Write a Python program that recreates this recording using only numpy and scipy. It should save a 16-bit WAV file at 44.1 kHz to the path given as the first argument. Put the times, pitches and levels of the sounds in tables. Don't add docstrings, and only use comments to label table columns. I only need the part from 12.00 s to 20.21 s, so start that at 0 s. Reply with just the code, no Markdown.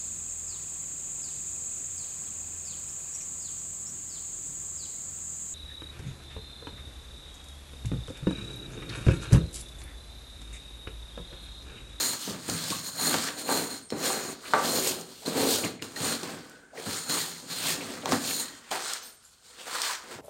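import sys
import numpy as np
from scipy import signal
from scipy.fft import rfft, irfft, next_fast_len
from scipy.io import wavfile
from scipy.ndimage import uniform_filter1d

SR = 44100
rng = np.random.default_rng(int(sys.argv[2]) if len(sys.argv) > 2 else 0)


def materialize(psi):
    bounded = np.clip(np.atleast_2d(psi).T, -1, 1)
    quanta = np.round(bounded * 32767).astype(np.int16)
    wavfile.write(sys.argv[1], SR, quanta)


def boost(x):
    u = np.asarray(x, float) / 20
    return 10 ** u


N = 362061

# (frequency [Hz], relative level [dB], decay time t60 under the scrape [s])
BOARDS = [(110.6, -5, 0.15), (168, 3.5, 0.073), (240.6, -1, 0.18), (272.7, 6, 0.045), (364, 5, 0.043),
          (440.4, 3.5, 0.079), (492, -0.5, 0.08), (560, -6.5, 0.049), (640, -5.5, 0.07), (768, 2.5, 0.083),
          (900, 3.5, 0.11), (1037, 1, 0.081), (1150, 1, 0.05), (1370, 2.5, 0.046), (1536, 1.5, 0.06),
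          (1830, -6, 0.08), (4000, -4, 0.044)]
# (fastest at [s], speed-up [s], slow-down [s], grit level [dB],
# push on the boards against the grit [dB])
STROKES = [(0.052, 1, 0.16, -28, -8.5), (0.242, 0.086, 0.15, -36.5, -15), (0.33, 0.095, 0.094, -49, 12.5),
           (0.488, 0.014, 0.29, -37, -4), (0.697, 0.39, 0.24, -35.5, -7.5), (0.715, 0.024, 0.043, -43, 3),
           (0.877, 0.063, 0.049, -34, -14), (1.036, 0.094, 0.31, -29, -5), (1.17, 0.15, 0.049, -38.5, 7.5),
           (1.276, 0.79, 0.033, -38.5, -12), (1.412, 0.069, 0.045, -39, -4.5),
           (1.531, 0.094, 0.21, -30, -1), (1.715, 0.025, 0.13, -40, -6), (1.904, 0.0041, 0.098, -49, -3),
           (2.083, 0.125, 0.24, -30, -3.5), (2.302, 0.059, 0.068, -42, -4), (2.478, 0.1, 0.16, -44, -13),
           (2.718, 0.21, 0.33, -30.0, -0.5), (2.865, 0.11, 0.088, -31, -16),
           (2.995, 0.008, 0.048, -52, -12), (3.23, 0.2, 0.05, -47, -10), (3.263, 0.012, 0.13, -39, 3),
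           (3.39, 0.11, 0.2, -34.5, 6), (3.529, 0.21, 0.16, -29, -9.5), (3.65, 0.011, 0.1, -41.5, 1),
           (3.824, 0.0083, 0.14, -41.5, 0.5), (3.961, 0.0032, 0.55, -42, -6),
           (4.098, 0.17, 0.12, -33.5, -2.5), (4.231, 0.0046, 0.21, -45, 7.5), (4.34, 0.123, 0.41, -60.5, 6),
           (4.79, 0.06, 0.057, -48, 5), (4.906, 0.13, 0.71, -37.5, -9), (5.116, 0.039, 0.22, -29, -4.5),
           (5.198, 0.031, 0.15, -31, -37), (5.528, 0.061, 0.042, -36, -5.5),
           (5.696, 0.21, 0.085, -29, -10.5), (5.82, 0.37, 0.39, -44, 3.5),
           (6.137, 0.098, 0.063, -34.5, 5.5), (6.292, 0.15, 0.24, -32.5, -10.5),
           (6.409, 0.22, 0.065, -35, -19), (6.54, 0.15, 1, -56, -8), (6.715, 0.01, 0.13, -35.5, -9),
           (6.924, 0.18, 0.09, -36, -18.5), (7.018, 0.0089, 0.15, -49, -10),
           (7.252, 0.07, 0.38, -59.5, -27), (7.46, 0.05, 0.5, -56, -12), (7.62, 0.08, 0.08, -49, -8),
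           (7.685, 0.04, 0.12, -39, -12), (7.755, 0.07, 0.1, -34.5, -12), (7.87, 0.13, 0.14, -32.0, -21.5),
           (8.128, 0.15, 0.099, -50, 1)]
MIC_STEP_DB = -8


def level(x, db):
    return x * boost(db) / np.sqrt(np.mean(x ** 2))


def on_log(points, hz):
    at, value = np.transpose(points)
    return np.interp(np.log(np.maximum(hz, 1)), np.log(at), value)


def colour(x, points, rings=()):
    size = next_fast_len(N)
    hz = np.arange(size // 2 + 1) * SR / size
    octaves_below = np.log2(np.maximum(points[0][0] / (hz + 1), 1))
    db = on_log(points, hz) - 48 * octaves_below
    db = db + sum(gain / (1 + (2 * (hz - f) / width) ** 2) for f, width, gain in rings)
    return level(irfft(rfft(x, size) * boost(db), size)[:N], 0)


def ring(x, hz, t60):
    radius = np.exp(-np.log(1000) / (t60 * SR))
    angle = 2 * np.pi * hz / SR
    return signal.lfilter([.5, 0, -.5], [1, -2 * radius * np.cos(angle), radius * radius], x)


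def walk(rate):
    k = int(SR / rate)
    held = np.repeat(rng.standard_normal(N // k + 1), k)
    return uniform_filter1d(uniform_filter1d(held, k), k)[:N]


def grains(rate, spread_db):
    hit = rng.random(N) < rate / SR
    size_db = spread_db * np.minimum(rng.exponential(size=N), 3)
    clicks = hit * rng.standard_normal(N) * boost(size_db)
    return level(clicks, 0) + 1.07 * rng.standard_normal(N)


def add(out, s, sound, peak_db):
    i = int(s * SR)
    k = min(len(sound), N - i)
    out[i:i + k] += sound[:k] * boost(peak_db) / np.abs(sound).max()


def noise_burst(hz, spread, fade):
    t = np.arange(int(.12 * SR)) / SR
    edges = np.clip([hz / spread, hz * spread], 300, .45 * SR)
    burst = rng.standard_normal(len(t)) * np.exp(-t / fade)
    burst = signal.sosfilt(signal.butter(2, edges, "band", fs=SR, output="sos"), burst)
    return burst / np.abs(burst).max()


def background_hush():
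    # (frequency [Hz], relative density [dB per Hz])
    hush_spectrum = [(18, -57), (30, 2.5), (118, 13.5), (540, -2), (1540, 13), (1960, -7.5), (3980, -7),
                     (8980, 7), (16000, -31)]
    return colour(rng.standard_normal(N), hush_spectrum) * boost(-65.5 + 1.6 * walk(1.3))


def room(x):
    # (frequency [Hz], decay time t60 [s])
    room_t60 = [(100, 0.98), (530, 0.5), (1400, 0.55), (3700, 0.49), (10000, 0.25)]
    t, tail = np.arange(int(.8 * SR)) / SR, 0
    for hz in 88 * 2 ** np.arange(8):
        sos = signal.butter(2, [hz / np.sqrt(2), hz * np.sqrt(2)], "band", fs=SR, output="sos")
        band = signal.sosfilt(sos, rng.standard_normal(len(t)))
        tail = tail + band * boost(-60 * t / on_log(room_t60, hz))
    tail = tail * (t > .004)
    return signal.fftconvolve(x, tail / np.sqrt(np.sum(tail ** 2)))[:N]


def tinkles():
    # (frequency [Hz], decay time t60 before the grip damps it [s])
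    blade_modes = [(1120, .04), (1520, .03), (1860, .035), (3200, .03), (4150, .06), (5380, .09),
                   (6200, .04), (7250, .02), (8050, .05), (8620, .09), (9275, .07), (10840, .07),
                   (11100, .06), (11530, .07), (13600, .04)]
    # (time [s], peak level [dB], centre [Hz], fade to 1/e [s])
    touch_events = [(0.249, -32, 6100, 0.037), (0.721, -28, 1067, 0.012), (1.819, -43, 8800, 0.086),
                    (1.889, -46, 5430, 0.031), (1.922, -37, 4150, 0.043), (3.259, -27.5, 4150, 0.0085),
                    (3.959, -32, 4120, 0.0081), (3.963, -32.5, 1860, 0.0054), (4.36, -47, 1540, 0.43),
                    (5.2, -32.5, 1860, 0.032), (5.69, -30, 1860, 0.048), (6.4, -39.5, 1860, 0.13),
                    (6.52, -46, 3200, 0.14), (7.03, -36, 13700, 0.056), (7.023, -35.5, 5840, 0.038),
                    (7.03, -41, 11530, .03), (7.045, -39.5, 8900, 0.076), (7.11, -48, 10700, 0.038),
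                    (7.225, -46, 11100, 0.045), (7.249, -44, 7350, 0.029)]
    grip_damps = 0.89
    out, t = np.zeros(N), np.arange(int(.4 * SR)) / SR
    for s, db, centre_hz, fade in touch_events:
        brush = rng.standard_normal(len(t)) * np.exp(-t / fade) * (t < 2.5 * fade)
        brush = brush * boost(3.7 * walk(90.0)[:len(t)])
        sound = 0
        for hz, t60 in blade_modes:
            reach = boost(-120 * abs(np.log2(hz / centre_hz)))
            sound = sound + reach * ring(brush, hz, grip_damps * t60)
        add(out, s, sound, db)
    return out


def narrow_bursts():
    # (time [s], peak level [dB], centre [Hz], fade to 1/e [s])
    burst_events = [(2.43, -38.5, 1310, 0.091), (2.454, -37, 2590, .02), (3.636, -26, 2600, .01),
                    (3.655, -28, 2100, 0.011), (3.793, -39, 2208, 0.01), (4.73, -39.5, 626, 0.12),
                    (4.773, -34.5, 2020, 0.012), (5.808, -32, 2510, 0.022), (6.03, -36, 564, .04),
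                    (6.018, -38, 3400, .01), (6.716, -28, 790, .03), (6.858, -33, 1400, .015),
                    (7.593, -42, 2910, 0.027), (7.748, -27, 1130, .015), (7.895, -28.5, 1046, 0.027)]
    out = np.zeros(N)
    for s, db, hz, fade in burst_events:
        add(out, s, noise_burst(hz, 1.15, fade), db)
    return out


def snaps():
    # (time [s], peak level [dB], centre [Hz])
    snap_events = [(0.4983, -14, 4360), (0.684, -19, 8970), (0.703, -17, 4750), (1.1415, -15, 3000),
                   (1.287, -22, 2980), (1.9032, -26, 4110), (2.537, -19, 3870), (3.0115, -28.5, 7430),
                   (3.134, -43, 8000), (3.8232, -20.5, 2600), (3.961, -32, 4000), (4.233, -21, 4640),
                   (4.497, -32, 8900), (4.943, -22, 4600), (5.1, -24, 4630), (5.14, -18, 5000),
                   (5.921, -28, 3300), (6.0573, -18.5, 3600), (6.1215, -14, 4400), (6.714, -19, 3150),
                   (6.9352, -13, 8650), (7.042, -38, 8000), (7.8177, -12, 5070)]
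    out = np.zeros(N)
    for s, db, hz in snap_events:
        click = 0.84 * noise_burst(3 * hz, 3.5, .0005) + noise_burst(hz, 1.84, 0.0014)
        tail = 0.24 * noise_burst(hz, 1.1, .01)
        add(out, s, click + tail, db)
    return out


def knocks():
    # (time [s], peak level [dB], hardness [Hz], rattle fade to 1/e [s])
    knock_events = [(0.277, -24.5, 257, 0.052), (0.489, -21.5, 238, 0.044), (0.707, -24.5, 267, 0.028),
                    (1.143, -14, 1350, 0.015), (1.286, -24, 1530, .03), (1.491, -17.5, 1000, 0.066),
                    (1.923, -18.5, 330, 0.062), (2.103, -20, 905, .03), (2.5358, -5, 1150, 0.055),
                    (3.278, -20, 369, 0.036), (3.636, -22, 264, 0.046), (3.823, -32.5, 243, 0.052),
                    (4.006, -25, 226, 0.038), (4.23, -34, 510, 0.067), (4.867, -26, 207, 0.041),
                    (5.429, -39, 284.7, 0.05), (6.058, -19, 805, .03), (6.1213, -12, 900, 0.019),
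                    (6.714, -24, 815, 0.07), (7.668, -32, 960, .03), (8.155, -38.5, 200, 0.044),
                    (8.188, -34, 560, .04)]
    out, t = np.zeros(N), np.arange(int(.3 * SR)) / SR
    for s, db, hard_hz, rattle in knock_events:
        fading = np.exp(-t / rattle)
        blow = 0.059 * rng.standard_normal(len(t)) * fading
        blow[0] = 1
        place_db = 2.5 * rng.standard_normal(len(BOARDS))
        body = 0
        for (hz, mode_db, t60), favour_db in zip(BOARDS, place_db):
            tilt_db = mode_db - 9 * abs(np.log2(hz / hard_hz))
            body = body + boost(favour_db + tilt_db) * ring(blow, hz, 0.47 * t60)
        low_hz = hard_hz / 2.55
        bright = signal.butter(3, [low_hz, hard_hz * 1.5], "band", fs=SR, output="sos")
        dull = signal.butter(3, [low_hz, hard_hz * 1.15], "band", fs=SR, output="sos")
        noise = rng.standard_normal(len(t))
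        crack = 13 * (t == 0) + 2.0 * noise * np.exp(-t / 0.0016)
        thud = signal.sosfilt(bright, crack) + signal.sosfilt(dull, noise * fading)
        push = np.hanning(int(.0004 * SR))
        add(out, s, np.convolve(level(body, 0) + level(thud, 0.77), push), db)
    return out


def scratches(rate):
    out = np.zeros(N)
    for at, pitch, size, last in rng.random((int(rate * N / SR), 4)):
        scratch = noise_burst(600 * 15 ** pitch, 1.203, 0.0022 + 0.017 * last)
        add(out, at * N / SR, scratch, 14 * size)
    return level(out, 0)


def strokes(over_db, lingers=1):
    swing_db = 20
    swing_bend = 1.7
    t, power = np.arange(0, N, 64) / SR, 1e-12
    for (s, up, down, db, _), over in zip(STROKES, over_db):
        away = np.where(t < s, (s - t) / up, (t - s) / down) / lingers
        power = power + boost(db + over - swing_db * away ** swing_bend) ** 2
    return np.interp(np.arange(N) / SR, t, 10 * np.log10(power))


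def patchy(x):
    size = next_fast_len(N)
    spectrum = rfft(x, size)
    octave = np.log2(np.arange(size // 2 + 1) * SR / size + 1)
    centres = np.log2(500) + np.arange(10) / 2
    place = np.clip(octave, centres[0], centres[-1])
    out = 0
    for centre in centres:
        share = np.maximum(1 - 2 * abs(place - centre), 0)
        out = out + irfft(spectrum * share, size)[:N] * boost(2 * walk(30))
    return out


def slip_flutter():
    slips_per_s, slip_s, slip_depth = 110, .003, .6
    slips = (rng.random(N) < slips_per_s / SR) * rng.random(N)
    slips = signal.lfilter([1], [1, -np.exp(-1 / (slip_s * SR))], slips)
    return boost(1.8 * walk(25)) * level(1 + slip_depth * slips, 0)


def board_rumble():
    # (time [s], frequency [Hz])
    place_path = [(0, 150), (.9, 164), (1.298, 260), (1.55, 393), (1.8, 243), (2.12, 430), (2.35, 252),
                  (2.78, 396), (3.15, 260), (3.42, 396), (3.65, 256), (4.4, 239), (4.748, 413), (5, 209),
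                  (5.6, 182), (5.8, 238), (6.5, 240), (6.8, 483), (7.9, 486), (8.2, 306)]
    db_per_octave = -10.5
    judder = grains(1500, spread_db=2.5)
    place_hz = np.interp(np.arange(N) / SR, *np.transpose(place_path))
    rumble = 0
    for hz, db, t60 in BOARDS:
        if hz < 700:
            drive_db = 3.0 * walk(4.01) + db_per_octave * abs(np.log2(hz / place_hz))
            rumble = rumble + boost(db) * ring(judder * boost(drive_db), hz, t60)
    return level(rumble, 0)


def scrape():
    # (frequency [Hz], relative density [dB per Hz])
    grit_spectrum = [(2200, -7), (3200, 1), (4600, 3), (5600, -2), (7000, -2), (9400, 1), (12000, -50.5)]
    rub_spectrum = [(400, -5.5), (700, -0.5), (1100, 5), (1600, 6.5), (2300, 1.5), (3500, -7.5)]
    dust_spectrum = [(10000, -1), (12000, 6.5), (15500, 2)]
    # (frequency [Hz], width [Hz], gain over the grit [dB])
    grit_resonances = [(4200, 350, 14.5), (2450, 810, -1.5), (6870, 860, 14.5), (8970, 680, 14.5)]
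    # (time [s], how freely the blade sings [0-1], coarseness [dB]); from about 6.65 s another
    contact_path = [(0, 0.85, -2.5), (.66, 0.5, 1), (.8, 1, -1.5), (1.08, 0.9, -2.5), (1.24, 0.4, 3),
                    (1.45, 0.8, -4.5), (2.101, 0.84, 0.5), (2.5, 0.16, 3), (2.8, 0.97, -8), (3.1, 0.2, -8),
                    (3.5, 0.6, -5), (4.1, 0.5, 2), (4.6, 0.24, 3), (5.2, 0.6, 0.5), (5.698, 0.58, -1.5),
                    (6.1, 0, 4.5), (6.35, 1, -5), (6.65, 0.1, 7.5), (6.95, 0.03, 8.5), (7.35, 0.1, -5.5),
                    (7.7, 0.03, 10)]
    s, sing, coarse_db = np.transpose(contact_path)
    sing, coarse_db = (np.interp(np.arange(N) / SR, s, c) for c in (sing, coarse_db))
    push_db = np.array(STROKES)[:, 4]
    grit_db = strokes(0 * push_db)
    dust_db = grit_db - 8 + 0.2 * (grit_db + 28.5) - 0.41 * coarse_db
    rub_db = strokes(-4.5 + 0.34 * push_db, 1.045) + coarse_db
    rumble_db = strokes(push_db, 1.073)
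    flutter = slip_flutter()
    sand = grains(9000, spread_db=2.5)
    free = np.clip(sing + 0.28 * walk(12), 0, 1)
    singing_grit = colour(sand, grit_spectrum, grit_resonances)
    damped_grit = colour(sand, grit_spectrum)
    grit = free * singing_grit + (1 - free) * damped_grit + boost(-13) * scratches(90)
    dust = boost(-MIC_STEP_DB) * colour(sand, dust_spectrum)
    rub = colour(grains(2500, spread_db=2.5), rub_spectrum) * boost(0.48 * walk(13))
    surface = patchy(boost(grit_db) * grit + boost(rub_db) * rub)
    return flutter * (surface + boost(dust_db) * dust + boost(rumble_db) * board_rumble())


def scene():
    work = scrape() + knocks() + snaps() + narrow_bursts() + tinkles()
    return (work + boost(-12) * room(work) + background_hush())[None]


def band_limit(x):
    return signal.sosfilt(signal.butter(12, 16890, fs=SR, output="sos"), x)


def record(dry):
    x = signal.sosfilt(signal.butter(2, 97, "high", fs=SR, output="sos"), dry)
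    dull = signal.sosfiltfilt(signal.butter(8, 8950, fs=SR, output="sos"), x)
    x = dull + boost(MIC_STEP_DB) * (x - dull)
    hand = signal.sosfilt(signal.butter(2, [38, 90], "band", fs=SR, output="sos"), rng.standard_normal(N))
    x = x + level(hand * boost(1.6 * walk(3.2)), -73.5)
    x = signal.sosfilt(signal.ellip(8, .2, 70, 15800, fs=SR, output="sos"), x)
    return band_limit(x)


dry = scene()
out = record(dry)
materialize(out)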